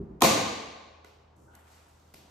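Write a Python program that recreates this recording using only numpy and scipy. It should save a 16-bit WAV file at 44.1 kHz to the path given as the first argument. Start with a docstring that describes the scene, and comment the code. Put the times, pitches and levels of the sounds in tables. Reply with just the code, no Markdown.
"""Dull bumps of a handled canvas come first, then one loud bang, like a staple gun fired into a wooden stretcher.
The bang rings through a large, hard-walled studio; small clicks and rustling cloth follow, over a ventilation hum.
Struck wood, canvas and frame are damped sines; snaps, ticks, rubs and air are coloured noise.
The room is a decaying stereo noise response that bang, bumps, clicks and rubs share."""
import sys
import numpy as np
from scipy import signal
from scipy.fft import rfft, irfft, next_fast_len
from scipy.io import wavfile
from scipy.ndimage import uniform_filter1d

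SR = 44100
rng = np.random.default_rng(int(sys.argv[2]) if len(sys.argv) > 2 else 0)


def generate_wav(signal):
    """Clip the signal to [-1, 1] and save it as 16-bit WAV at the path in sys.argv[1]."""
    frames = np.transpose(np.atleast_2d(signal))
    scaled = np.clip(frames, -1, 1) * 32767
    pcm = np.round(scaled).astype(np.int16)
    wavfile.write(sys.argv[1], SR, pcm)


N = 101429
SIZE = next_fast_len(N + 8192, real=True)  # padded length for the transforms
FREQS = np.fft.rfftfreq(SIZE, 1 / SR)
ROOM_BUILD_S, CONTACT_S = 0.013, 0.0016  # attacks: room build-up, contact with wood or frame

# width of diffuse sound: freq_hz, side_minus_mid_db
STEREO_WIDTH = [(60, -17.5), (170, -12), (330, -10), (620, 0), (1200, -2.5), (2800, -3), (6500, -3),
                (8500, 3.5), (10400, 23), (12300, 1), (14500, -11.5)]
# modes of the stretched canvas: pitch_hz, level_db, t60_s
CANVAS_MODES = [(58, -5, 0.19), (82, -4.5, 0.2), (96, -5.5, 0.048), (153, -2.5, 0.33), (163, -3.5, 0.15),
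                (229, -1, 0.22), (335, -7, 0.47), (392, 2, 0.19)]
# colour of a canvas bump in the room: freq_hz, level_db
BUMP_COLOUR = [(25, -23), (50, -8.5), (150, 5), (380, 1.5), (500, -8), (1000, -20), (2000, -38),
               (6000, -53)]


def amp(db):
    """Decibels to gain."""
    return 10 ** (np.asarray(db) / 20)


def along(points, hz):
    """Read a (Hz, value) table on a log-frequency axis."""
    f, v = np.array(points, float).T
    return np.interp(np.log(np.maximum(hz, 1)), np.log(f), v)


def clock():
    """Time of each sample in seconds."""
    return np.arange(N) / SR


def rise(s):
    """Linear attack over s seconds."""
    return np.clip(clock() / max(s, 1e-4), 0, 1)


def fade(t60):
    """Exponential decay that falls 60 dB in t60 seconds."""
    return np.exp(-np.minimum(np.log(1000) * clock() / max(t60, 1e-3), 60))


def walk(per_s):
    """A random wander, spread near 1, through per_s new targets a second."""
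    return np.interp(clock() * per_s, np.arange(256), rng.standard_normal(256))


def delay(x, s):
    """Start a sound s seconds later."""
    k = int(np.clip(s * SR, 0, N - 1))
    silence = np.zeros(x.shape[:-1] + (k,))
    return np.concatenate([silence, x[..., :N - k]], axis=-1)


def pan(x, db):
    """Place a sound left (+) or right (-)."""
    return x * amp(np.array([[db], [-db]]) / 2)


def strike(x, db):
    """Scale a short sound to the energy of 10 ms at the given level."""
    energy = np.mean(np.sum(x ** 2, axis=-1))
    return x * amp(db) * np.sqrt(.01 * SR / energy)


def high_pass(x, hz):
    """Gently take away what lies below hz."""
    return signal.sosfilt(signal.butter(2, hz, "high", fs=SR, output="sos"), x)


def low_pass(x, hz):
    """Take away what lies above hz, steeply."""
    return signal.sosfilt(signal.butter(8, min(hz, .45 * SR), fs=SR, output="sos"), x)


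def shape(x, points):
    """Give a sound a (Hz, dB) colour with a causal, minimum-phase filter."""
    cepstrum = irfft(np.log(amp(along(points, FREQS))), SIZE)
    # folding the cepstrum forward in time makes the filter causal
    cepstrum[1:SIZE // 2] *= 2
    cepstrum[SIZE // 2 + 1:] = 0
    response = np.exp(rfft(cepstrum))
    return irfft(rfft(x, SIZE) * response, SIZE)[..., :N]


def through(x, response):
    """Send a sound through a stereo response."""
    return signal.fftconvolve(np.atleast_2d(x), response, axes=-1)[:, :N]


def diffuse():
    """Stereo noise whose width at each frequency follows the side-to-mid table."""
    mid, side = rfft(rng.standard_normal((2, SIZE)))
    w = amp(along(STEREO_WIDTH, FREQS))
    sides = np.array([mid + w * side, mid - w * side])
    return irfft(sides / np.hypot(1, w), SIZE)[:, :N]


def modes(table):
    """Damped sines of a struck object."""
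    return sum(amp(db) * np.sin(2 * np.pi * hz * clock()) * fade(t60) for hz, db, t60 in table)


def tilted(table, tilt_db):
    """Tilt the levels of a (Hz, dB, ...) table by tilt_db per octave."""
    return [(hz, level + tilt_db * np.log2(hz), *rest) for hz, level, *rest in table]


def metal_snaps():
    """Metal parts of the shot: bursts of coloured, decaying noise."""
    # snaps of the shot: start_s, level_db, t60_s
    snap_times = [(0.2071, -43.5, 0.025), (0.214, -43.5, 0.018), (0.2172, -39, 0.021),
                  (0.2199, -23, 0.0084), (0.223, -23.5, 0.012), (0.2219, -28.5, 0.0099)]
    # colour of a snap: freq_hz, level_db
    snap_colour = [(120, -30), (600, -8), (1500, -3.5), (3400, 2), (5000, -7), (6800, -1), (8000, -7),
                   (11500, -2.5), (14500, -13), (16000, -28)]
    return sum(delay(strike(shape(diffuse() * fade(t60), snap_colour), db), s)
               for s, db, t60 in snap_times)


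def stretcher_blows():
    """The wooden stretcher takes the blows and answers with short damped modes."""
    # blows on the stretcher: start_s, level_db
    blow_times = [(0.213, -34.5), (0.2204, -17), (0.2243, -16.5)]
    # modes of the stretcher: pitch_hz, level_db, t60_s
    wood_modes = [(260, -11.5, 0.054), (347.5, -8.5, 0.095), (422, -9.5, 0.076), (550, -6, .025),
                  (700, -1.5, .018), (780, 1, 0.014), (898, -1, 0.026), (1001, -0.5, 0.016),
                  (1060, -8.5, .02), (1183, -15, 0.015)]
    body = high_pass(modes(wood_modes) * rise(CONTACT_S), 220)
    body = low_pass(body, 1350)
    return sum(delay(strike(body, db), s) for s, db in blow_times)


def canvas_boom():
    """The canvas booms after the blow: its modes swell in and are damped further."""
    start_s, level_db, rise_s, damping_t60_s = .226, -31.5, 0.017, 0.13
    skin = modes(CANVAS_MODES) * rise(rise_s) * fade(damping_t60_s)
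    return delay(strike(skin, level_db), start_s)


def first_echoes(wood, snap):
    """Near surfaces return wood and snap as separate early reflections."""
    # reflections: delay_s, wood_level_db, snap_level_db, pan_db
    reflections = [(0.0115, -18.5, -14, 4.5), (.0250, -10, -10, -0.5), (.0335, -11.5, -13.5, 0.5)]
    out = 0
    for s, wood_db, snap_db, pan_db in reflections:
        reflected = amp(wood_db) * wood + amp(snap_db) * snap
        out = out + pan(delay(reflected, s), pan_db)
    return out


def lingering():
    """Tones in the room's tail: each swells and sinks by chance, differently at the two ears."""
    # low tones of frame and canvas: pitch_hz, level_db, t60_s
    ring_tones = [(179.4, -4, 0.65), (217.6, 1, 0.96), (248, -1.5, 0.5), (322.7, 1.5, 0.49),
                  (533.6, 7, 0.58), (555.7, -4, .7), (663, -1.5, 0.64), (755, -5, .9), (881, -2, 0.71),
                  (1030, -0.5, 0.36), (1180, -6.5, 0.92), (1203, -6.5, 0.44)]
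    waver_depth, waver_per_s = 0.28, 13
    out = 0
    for hz, db, t60 in ring_tones:
        # complex wander moves both level and phase
        mid = 1 + waver_depth * (walk(waver_per_s) + 1j * walk(waver_per_s))
        side = amp(along(STEREO_WIDTH, hz)) * (walk(waver_per_s) + 1j * walk(waver_per_s)) / 2
        tone = amp(db) * np.exp(2j * np.pi * hz * clock()) * fade(t60)
        out = out + np.imag(np.array([mid + side, mid - side]) * tone)
    return out


def bang(hall):
    """Metal snaps, the stretcher takes the blow, the canvas booms, near surfaces echo and the room rings on."""
    # colour of the bang as it spreads into the room: freq_hz, level_db
    bang_colour = [(25, -35.5), (45, -24.5), (80, -7), (130, -1), (160, -2.5), (220, 1.5), (335, 1),
                   (375, -6.5), (430, -1), (560, 0), (605, -7), (660, 1), (760, -1), (900, -3), (980, -8),
                   (1040, 2), (1200, -2), (1340, -17), (1480, -8.5), (1700, -12), (2260, -6.5), (3050, -11),
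                   (4000, -8.5), (4640, -9), (5050, -13.5), (5900, -9.5), (7050, -8), (7350, -13),
                   (12000, -9.5), (14500, -26), (16000, -44.5)]
    room_start_s, ring_delay_s = 0.2235, .008
    snap = metal_snaps()
    wood = stretcher_blows()
    direct = snap + pan(wood, 1.5) + canvas_boom()
    tail = strike(shape(hall, bang_colour), -8.5)
    ring = strike(lingering(), -15.5) * rise(ROOM_BUILD_S)
    spread = delay(tail + delay(ring, ring_delay_s), room_start_s)
    return direct + first_echoes(wood, snap) + spread


def bumps(hall):
    """The handled canvas sounds like a slack drum; darker bumps favour its lower modes."""
    # bumps of the canvas: start_s, level_db, brightness_db_per_octave
    bump_times = [(0.0, -26.5, -1), (0.022, -38, -2.5), (0.063, -44, -2), (0.094, -37, -4.5),
                  (0.110, -39, -6), (0.161, -44, -8)]
    rise_s, skin_db, room_db = 0.0026, -4, -8.5  # skin and room relative to each bump's level
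    tail = strike(shape(hall, BUMP_COLOUR), room_db)
    out = 0
    for s, db, tilt_db in bump_times:
        skin = modes(tilted(CANVAS_MODES, tilt_db)) * rise(rise_s) ** 2
        out = out + amp(db) * delay(strike(skin, skin_db) + tail, s)
    return out


def clicks(hall):
    """Light taps of the tool on the frame: a tick, a small knock, a soft thump and a room tail."""
    # taps: start_s, level_db, brightness_db_per_octave, room_db (re level), thump_db, knock_db
    tap_times = [(1.046, -53, -1, 5, -67, -56.5), (1.5517, -56.5, 7.5, -3.5, -75, -70),
                 (2.1389, -55.5, 7.5, -4.5, -54.5, -63.5), (2.1432, -51.5, 2, 3.5, -62.5, -67.5)]
    # colour of a tick before its tilt: freq_hz, level_db
    tick_colour = [(150, -16), (400, 10), (1500, -2.5), (3000, -1), (6000, -5.5), (9000, -10), (12000, -1),
                   (15500, -45)]
    # modes of the lightly tapped frame: pitch_hz, level_db, t60_s
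    frame_modes = [(443, 3, 0.067), (635, -2, 0.077), (1060, 3, 0.069), (1474, 9, 0.038), (1627, -5, 0.034),
                   (2020, 5, 0.045)]
    tick_t60_s, thump_damping_t60_s, thump_room_db = 0.02, 0.21, -3.5
    frame = modes(frame_modes) * rise(CONTACT_S)
    skin = modes(CANVAS_MODES) * rise(CONTACT_S) * fade(thump_damping_t60_s)
    thump_tail = shape(hall, BUMP_COLOUR)
    out = 0
    for s, db, tilt_db, room_db, thump_db, knock_db in tap_times:
        colour = tilted(tick_colour, tilt_db)
        tick = strike(shape(diffuse() * fade(tick_t60_s), colour), db)
        knock = strike(frame, knock_db)
        thump = strike(skin, thump_db) + strike(thump_tail, thump_db + thump_room_db)
        tail = strike(shape(hall, colour), db + room_db)
        out = out + delay(tick + knock + thump + tail, s)
    return out


def rubs(hall):
    """Grainy strokes over cloth and canvas: bands of noise, the narrowest nearly pitched, each heard in the room."""
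    # strokes: start_s, length_s, swell_s, level_db, centre_hz, width_octaves, room_db
    strokes = [(1.353, .1, 0.017, -65, 120.6, 0.38, -8.5), (1.355, 0.076, 0.008, -74.5, 8650, 0.66, 2),
               (1.359, 0.072, .01, -62, 337, 0.61, -3), (1.433, 0.097, .03, -68, 230, 0.11, -5.5),
               (1.453, 0.13, 0.026, -67.5, 780, 0.58, -1), (1.473, 0.041, .01, -65, 1447, 0.1, -5),
               (1.5, 0.05, .015, -76, 2970, 0.35, 3), (1.506, 0.4, 0.033, -71, 9600, 0.43, -8),
               (1.535, 0.025, 0.013, -66.5, 1790, 0.25, -7.5), (1.627, 0.1, 0.094, -63, 5983, 2.7, 3),
               (1.633, 0.22, 0.024, -66, 780, 1.15, -6), (1.86, .5, .03, -71, 5509, 4.8, 1),
               (2.17, 0.024, .008, -61.5, 169, 1.2, -11), (2.183, 0.12, .01, -71.5, 700, 0.45, 2)]
    grain_db, grain_samples, release_s = 3, 144, 0.067
    t, hz = clock(), FREQS + 1
    near, far = 0, 0
    for s, length, swell_s, db, centre_hz, octaves, room_db in strokes:
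        grain = uniform_filter1d(rng.standard_normal(N), size=grain_samples) * np.sqrt(grain_samples)
        band = np.exp(-.5 * (np.log2(hz / centre_hz) / octaves) ** 2)
        rough = diffuse() * amp(grain_db * grain)
        rub = irfft(rfft(rough, SIZE) * band, SIZE)[:, :N]
        release = np.exp(-np.maximum(t - s - length, 0) / release_s)
        stroke = delay(rise(swell_s), s) * release
        rub = amp(db) * stroke * rub / rub.std()
        near = near + rub
        far = far + amp(room_db) * rub[0]
    return low_pass(near + through(far, hall), 12800)


def room():
    """The studio's response: a short gap, a build-up, then a noise tail with its own decay in each band."""
    # decay of the room: freq_hz, t60_s
    band_decay = [(60, 1.2), (130, 0.8), (260, 1), (700, 1.235), (1200, 1.193), (2500, 1.155), (4000, 1.09),
                  (6500, 0.85), (9000, 0.64), (13500, 0.35)]
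    gap_s, pan_db = 0.0021, 0.26
    noise = rfft(diffuse(), SIZE)
    tail = 0
    for k, (_, t60) in enumerate(band_decay):
        # overlapping bands, each full at its own frequency and gone at its neighbours'
        band = along([(f, j == k) for j, (f, _) in enumerate(band_decay)], FREQS)
        tail = tail + irfft(noise * band, SIZE)[:, :N] * fade(t60)
    tail = tail * delay(rise(ROOM_BUILD_S), gap_s)
    return pan(tail / np.sqrt(np.sum(tail ** 2) / 2), pan_db)


def ventilation():
    """Soft moving air as coloured noise, and a low fan hum whose level wavers slightly."""
    # colour of the air: freq_hz, level_db
    air_colour = [(25, -24), (50, 0.5), (80, -3.5), (130, -1), (200, -7), (400, -7.5), (900, -7),
                  (1500, -16.5), (3000, -34), (7000, -39), (15000, -51.5)]
    air_db, hum_hz, hum_db, waver_db, waver_per_s = -63, 78.8, -63, -1.56, 16
    air = shape(diffuse(), air_colour)
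    hum_level = amp(hum_db + waver_db * walk(waver_per_s))
    hum = np.sqrt(2) * np.sin(2 * np.pi * hum_hz * clock()) * hum_level
    return amp(air_db) * air / air.std() + hum


def scene():
    """All sounds of the studio, sharing one room."""
    hall = room()
    return bang(hall) + bumps(hall) + clicks(hall) + rubs(hall) + ventilation()


def record(dry):
    """The recorder cuts the deepest bass and the top."""
    low_cut_hz, top_hz = 29, 16000
    top_cut = signal.ellip(8, .2, 80, top_hz, fs=SR, output="sos")
    return signal.sosfilt(top_cut, high_pass(dry, low_cut_hz))


dry = scene()
out = record(dry)
generate_wav(out)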